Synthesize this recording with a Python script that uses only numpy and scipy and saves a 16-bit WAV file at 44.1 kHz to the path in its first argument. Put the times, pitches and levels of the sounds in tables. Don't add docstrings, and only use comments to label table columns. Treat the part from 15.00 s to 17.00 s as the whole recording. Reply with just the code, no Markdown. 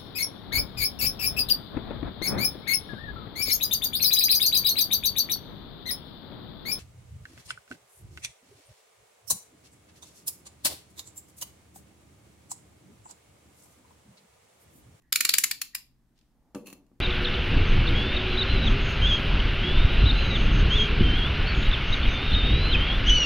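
import sys
import numpy as np
from scipy import signal
from scipy.fft import rfft, irfft
from scipy.io import wavfile

SR = 44100
rng = np.random.default_rng(int(sys.argv[2]) if len(sys.argv) > 2 else 0)


def store_wav(level_fs):
    pcm = np.round(np.clip(np.atleast_2d(level_fs), -1, 1) * 32767)
    wavfile.write(sys.argv[1], SR, pcm.T.astype(np.int16))


N = 88288


def amp(db):
    return 10 ** (np.asarray(db) / 20)


def evened(x):
    return x / np.sqrt(np.mean(x ** 2) + 1e-20)


def read(points, hz):
    f, value = np.transpose(points)
    return np.interp(np.log(hz + 1), np.log(f + 1), value)


def level(curve):
    s, db = np.transpose(curve)
    return amp(np.interp(np.arange(N) / SR, s, db, left=-140, right=-140))


def add(mix, s, sound):
    part = mix[..., round(s * SR):][..., :sound.shape[-1]]
    part += sound[..., :part.shape[-1]]


def coloured(x, gain_of_hz):
    hz = np.fft.rfftfreq(x.shape[-1], 1 / SR)
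    return irfft(rfft(x) * gain_of_hz(hz), x.shape[-1])


def bell(hz, centre_hz, width_hz):
    return 1 / np.sqrt(1 + (2 * (hz - centre_hz) / width_hz) ** 2)


def pair(length, same):
    a, b = rng.standard_normal((2, length))
    same = np.clip(same, 0, 1)
    return np.array([a, same * a + np.sqrt(1 - same ** 2) * b])


def ring(modes, t):
    hz, db, t60 = np.transpose(modes)[:, :, None]
    return amp(db - 60 * t / t60) * np.sin(2 * np.pi * hz * t)


# (f/Hz, likeness 0-1)
NEAR_LIKENESS = [(800, 0.75), (2500, 0.56), (5000, 0.029), (9000, 0.0045), (14000, 0.6)]


def ports(a, b, likeness):
    def same(hz):
        return np.clip(read(likeness, hz), -.99, .99)

    shared = coloured(a, same)
    own = coloured(b, lambda hz: np.sqrt(1 - same(hz) ** 2))
    return np.array([a, shared + own])


# (f/Hz, relative level/dB per Hz)
AIR_COLOUR = [(12, -21.5), (20, 8), (58, 6.5), (91, -13), (179, 3), (206, -5), (244, 1), (521, -20),
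              (729, -18.5), (1110, -21.5), (1840, -23), (2510, -28), (16500, -33)]
# (f/Hz, likeness 0-1)
ROOM_LIKENESS = [(60, .85), (250, .95), (700, .7), (3000, .3)]
AIR_DB = -67.5


def air():
    both = ports(*rng.standard_normal((2, N)), ROOM_LIKENESS)
    return amp(AIR_DB) * evened(coloured(both, lambda hz: amp(read(AIR_COLOUR, hz))))


# (f/Hz, width/Hz, RMS level/dB)
HUM_BANDS = [(59.78, 12, -76), (127, 6.4, -75)]


def hum():
    out = np.zeros((2, N))
    for f, width, db in HUM_BANDS:
        band = coloured(pair(N, 0.54), lambda hz: bell(hz, f, width) ** 2)
        out += amp(db) * evened(band)
    return out


# (t/s, level/dB)
CREEP_CURVES = [
    [(0.0, -106), (0.04, -75), (0.11, -79)],
    [(0.732, -73), (0.738, -60), (0.748, -58)],
]


def creep():
    rub = evened(coloured(pair(N, 0.7), lambda hz: bell(hz, 1850., 280.0) ** 2))
    return sum(level(curve) for curve in CREEP_CURVES) * rub


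# (t/s, drive level/dB)
SKIN_TICKS = [(0.021, -61.5), (1.661, -50), (1.669, -40.5), (1.68, -47.5), (1.701, -43.5), (1.728, -36.5),
              (1.734, -47), (1.866, -65)]
# (t/s, drive level/dB)
SCRAPE_CURVE = [(1.645, -89), (1.665, -56.5), (1.72, -61), (1.745, -65.5), (1.8, -83)]
# (f/Hz, width/Hz, relative level/dB)
SKIN_BANDS = [(1092, 120, -0.5), (2650, 350, 2.5), (4257, 120, 1.5), (6185, 190, -4), (7160, 210, -2.5),
              (10630, 400, -3.5), (13340, 1200, -21)]
SKIN_BROAD_DB, SKIN_DB = -12.5, 5
TICK_T60 = 0.017
SETTLE_DB, SETTLE_T60 = -32.5, 0.25


def skin():
    grit = amp(3.46 * rng.exponential(1, N))
    drive = level(SCRAPE_CURVE) * grit
    for s, db in SKIN_TICKS:
        add(drive, s, amp(db - 60 * np.arange(2000) / SR / TICK_T60))
    for s, db in LANDING_CRACKS:
        add(drive, s, amp(db + SETTLE_DB - 60 * np.arange(12000) / SR / SETTLE_T60))

    def skin_gain(hz):
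        peaks = sum(amp(db) * bell(hz, f, width) ** 2 for f, width, db in SKIN_BANDS)
        low_cut = hz ** 2 / (hz ** 2 + 360.0 ** 2)
        return amp(SKIN_DB) * (amp(SKIN_BROAD_DB) + peaks) * low_cut

    return coloured(ports(*(drive * rng.standard_normal((2, N))), NEAR_LIKENESS), skin_gain)


# (f/Hz, t60/s)
ROOM_DECAY = [(300, 0.75), (1300, 0.18), (3500, 0.31), (9000, 0.21), (13000, 0.23), (16000, 0.19)]
ROOM_START_S = 0.002


def room(x):
    out, turn = 0, np.arange(N) / SR * 2 * np.pi * 5.
    for k in range(3):
        noise = ports(*rng.standard_normal((2, SR // 2)), ROOM_LIKENESS)
        hz, t, bands = signal.stft(noise, SR, nperseg=128)
        decay = amp(-60 * t / read(ROOM_DECAY, hz)[:, None])
        tail = signal.istft(bands * decay, SR, nperseg=128)[1]
        tail *= np.clip(np.arange(tail.shape[1]) / SR / ROOM_START_S, 0, 1) ** 2
        tail /= np.linalg.norm(tail, axis=1, keepdims=True)
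        share = np.sqrt(2 / 3) * np.cos(turn + k * np.pi / 3)
        out = out + signal.fftconvolve(x * share, tail, axes=1)[:, :N]
    return out


# (t/s, relative level/dB, then relative level/dB of the low, grip, body, middle, blade and
# top groups of modes, left-right difference/dB, chatter/s, relative jolt level/dB, blade ping f/Hz)
SNAPS = [(0.1272, -13, -33.5, -22.5, -19, -8.5, -9.5, -8, 1, 0.0022, -58.5, 4920),
         (0.1592, -12.5, -30.5, -17, -11, -9, -9, -8, 0.5, 0.0034, -56.5, 4380),
         (0.208, -14.5, -34.5, -9.5, -9, -8, -6, -7.5, -0.5, 0.0036, -53, 4240),
         (0.2511, -2.5, -39.5, -23.5, -21, -19, -17, -21.5, -1, 0.0037, -55, 4360),
         (0.2933, -4, -44.5, -31.5, -25, -10.5, -18.5, -18, 0.0, 0.0022, -52, 4540),
         (0.3398, -17.5, -35.5, -23.5, -12, -0.5, -2.5, -5.5, 3.5, 0.0041, -56, 4800),
         (0.3848, -8, -32.5, -36, -26, -28.5, -8, -8.5, 1, 0.0027, -55, 4700),
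         (0.4389, -17, -36, -41.5, -8, -13, 2, -4.5, 0.5, 0.0054, -55.5, 4600),
         (0.5135, -13.5, -11.5, -9, -16.5, -10, -14, -14, 1, 0.0029, -60, 4650),
         (0.6175, -10.5, -34.5, -62, -23.5, -21, -17.5, -18, 0.5, 0.0033, -71, 4360),
         (0.7509, -21.5, -10, -45, -10, -9.5, -10, -7, 0.5, 0.002, -72, 5180)]
GROUP_CENTRES = (1000, 1500, 2400, 4500, 7000, 11000)
# (f/Hz, relative level/dB, t60/s)
KNIFE_MODES = [(1024.5, 1, 0.011), (1410, -19.5, 0.01), (1936, -5.5, 0.021), (2418, 1.5, 0.011),
               (2832, -0.5, .004), (3885, -14, 0.0012), (5130, -1.5, 0.0028), (5900, -1, 0.0011),
               (7260, 4, 0.003), (9426, 2.5, 0.0017), (10630, -1, 0.0044), (11770, -0.5, 0.0018),
               (13170, -9, 0.0013)]
KNIFE_DB, DETUNE = 16.5, 0.025
THIN_HZ = 1375
LEAD_S, LEAD_DB, LEAD_RISE_DB = .004, -11.5, 26
CHATTER_PER_S, SAG_DB, CHATTER_T60 = 22000, -4, 0.011
REBOUND_S, REBOUND_DB, REBOUND_WIDTH_S = 0.0081, -16.5, 0.0028
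RATTLE_PER_S, RATTLE_DB, RATTLE_T60 = 550, -2, .12
PING_DB, PING_T60 = 1., 0.011
JOLT_DB, JOLT_HZ = 8, 285


def catch_knocks(t, chatter_s):
    grating = amp(LEAD_DB + LEAD_RISE_DB * (t / LEAD_S - 0.5))
    sag = SAG_DB * np.minimum((t - LEAD_S) / chatter_s, 1)
    chatter = amp(sag - 60 * np.maximum(t - LEAD_S - chatter_s, 0) / CHATTER_T60)
    shape = np.where(t < LEAD_S, grating, chatter)
    rebound_s = LEAD_S + REBOUND_S * rng.uniform(.8, 1.5)
    shape += amp(REBOUND_DB) * np.exp(-((t - rebound_s) / REBOUND_WIDTH_S) ** 2)
    hits = rng.random(len(t)) < CHATTER_PER_S / SR
    knocks = shape * hits * rng.standard_normal((2, len(t)))
    loose_hits = (t > LEAD_S) * (rng.random(len(t)) < RATTLE_PER_S / SR)
    rattle = loose_hits * amp(RATTLE_DB - 60 * t / RATTLE_T60)
    return knocks + rattle * rng.standard_normal((2, len(t)))


def notch(s, db, low_db, grip_db, body_db, mid_db, blade_db, top_db, pan_db, chatter_s, jolt_db, ping_hz):
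    t = np.arange(2048) / SR
    knocks = catch_knocks(t, chatter_s)
    modes = np.array(KNIFE_MODES + [(ping_hz, PING_DB, PING_T60)])
    modes[:-1, 0] *= 1 + DETUNE * rng.uniform(-1, 1, len(KNIFE_MODES))
    groups = list(zip(GROUP_CENTRES, (low_db, grip_db, body_db, mid_db, blade_db, top_db)))
    gains = amp(modes[:, 1] + read(groups, modes[:, 0]))
    rung = signal.fftconvolve(knocks[:, None], ring(modes, t)[None], axes=2)[..., :len(t)]
    rung *= (gains / np.linalg.norm(rung, axis=2))[..., None]
    both = ports(*rung.sum(1), NEAR_LIKENESS)
    knife = coloured(both, lambda hz: 1 / (1 + (THIN_HZ / (hz + 1)) ** 5))
    jolt_modes = [(JOLT_HZ, 0, .04), (1.4 * JOLT_HZ, -4, .03)]
    jolt = ring(jolt_modes, np.maximum(t - LEAD_S, 0)).sum(0)
    sides_db = pan_db * np.array([[.5], [-.5]])
    return s - LEAD_S, amp(db + KNIFE_DB + sides_db) * knife + amp(jolt_db + JOLT_DB) * jolt


# (t/s, level/dB)
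MID_FLOOR_CURVE = [(0.9, -96.5), (1.698, -68), (2.0, -89)]


def mid_floor():
    mids = coloured(pair(N, 0.98), lambda hz: bell(hz, 690.0, 690.0) ** 2)
    return level(MID_FLOOR_CURVE) * evened(mids)


# (t/s, level/dB)
RUSTLE_CURVE = [(1.15, -91), (1.162, -77), (1.22, -79), (1.33, -89.5)]
# (t/s, level/dB)
RUSTLE_TICKS = [(1.178, -70.5), (1.189, -61.5), (1.212, -67.5)]
# (f/Hz, relative level/dB per Hz)
RUSTLE_SPECTRUM = [(880, -41.5), (1500, -7.5), (2860, 4.5), (4920, 4), (16000, -17)]
BRUSH_T60 = 0.019


def rustle():
    gain = level(RUSTLE_CURVE)
    for s, db in RUSTLE_TICKS:
        add(gain, s, amp(db - 60 * np.arange(2000) / SR / BRUSH_T60))
    return gain * evened(coloured(pair(N, 0.23), lambda hz: amp(read(RUSTLE_SPECTRUM, hz))))


# (t/s, relative level/dB)
PACK_PUSHES = [(1.5468, -26.5), (1.5567, -18), (1.5669, -23.5), (1.5777, -35.5), (1.681, -32.5),
               (1.728, -36), (1.916, -44)]
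# (t/s, relative level/dB)
PRESS_CURVE = [(1.55, -41), (1.6, -45), (1.66, -60.5), (1.75, -64.5), (1.83, -82)]
# (f/Hz, relative level/dB, t60/s)
PACK_MODES = [(201.3, -32, 0.14), (263.4, -9, 0.074), (281, 3.5, 0.041), (354.6, -0.5, 0.037),
              (467, -6.5, 0.068), (570.8, -14, 0.11), (812, -14.5, 0.043), (985, -27, 0.069),
              (1142, -15.5, 0.064)]
PUSH_S, PACK_DB, PRESS_DB = 0.00043, -14.5, -32.5
PACK_LOW_HZ = 160


def pack():
    drive = amp(PRESS_DB) * level(PRESS_CURVE) * rng.standard_normal(N)
    push = np.hanning(round(PUSH_S * SR))
    for s, db in PACK_PUSHES:
        add(drive, s, amp(db + PACK_DB) * push / push.sum())
    side = (-1.) ** np.arange(len(PACK_MODES))
    gains = 1 + 0.093 * np.array([side, -side])
    body = gains @ ring(PACK_MODES, np.arange(12000) / SR)
    rung = signal.fftconvolve(drive[None], body, axes=1)[:, :N]
    return signal.lfilter(*signal.butter(2, PACK_LOW_HZ, "high", fs=SR), rung)


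# (t/s, drive level/dB)
LANDING_CRACKS = [(1.5476, -23.5), (1.55, -24)]
# (f/Hz, gain/dB)
CRACK_COLOUR = [(530, -34), (900, -6.5), (1200, -5.5), (3770, -19.5), (6250, -14), (16000, -37)]


def landing():
    gain = np.zeros(N)
    for s, db in LANDING_CRACKS:
        add(gain, s, amp(db - 60 * np.arange(12000) / SR / TICK_T60))
    both = ports(*(gain * rng.standard_normal((2, N))), NEAR_LIKENESS)
    return coloured(both, lambda hz: amp(read(CRACK_COLOUR, hz)))


ROOM_DB = -10


def scene():
    near = skin() + pack() + landing()
    for row in SNAPS:
        add(near, *notch(*row))
    background = air() + hum() + mid_floor()
    return near + amp(ROOM_DB) * room(near) + creep() + rustle() + background


EDGE_HZ, SOFT_EDGE_HZ = 16600, 15650


def record(dry):
    soft = coloured(dry, lambda hz: .03 + .97 / np.sqrt(1 + (hz / SOFT_EDGE_HZ) ** 200))
    edge = signal.firwin(511, EDGE_HZ, window=("kaiser", 9), fs=SR)
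    return signal.oaconvolve(soft, edge[None], "same")


dry = scene()
out = record(dry)
store_wav(out)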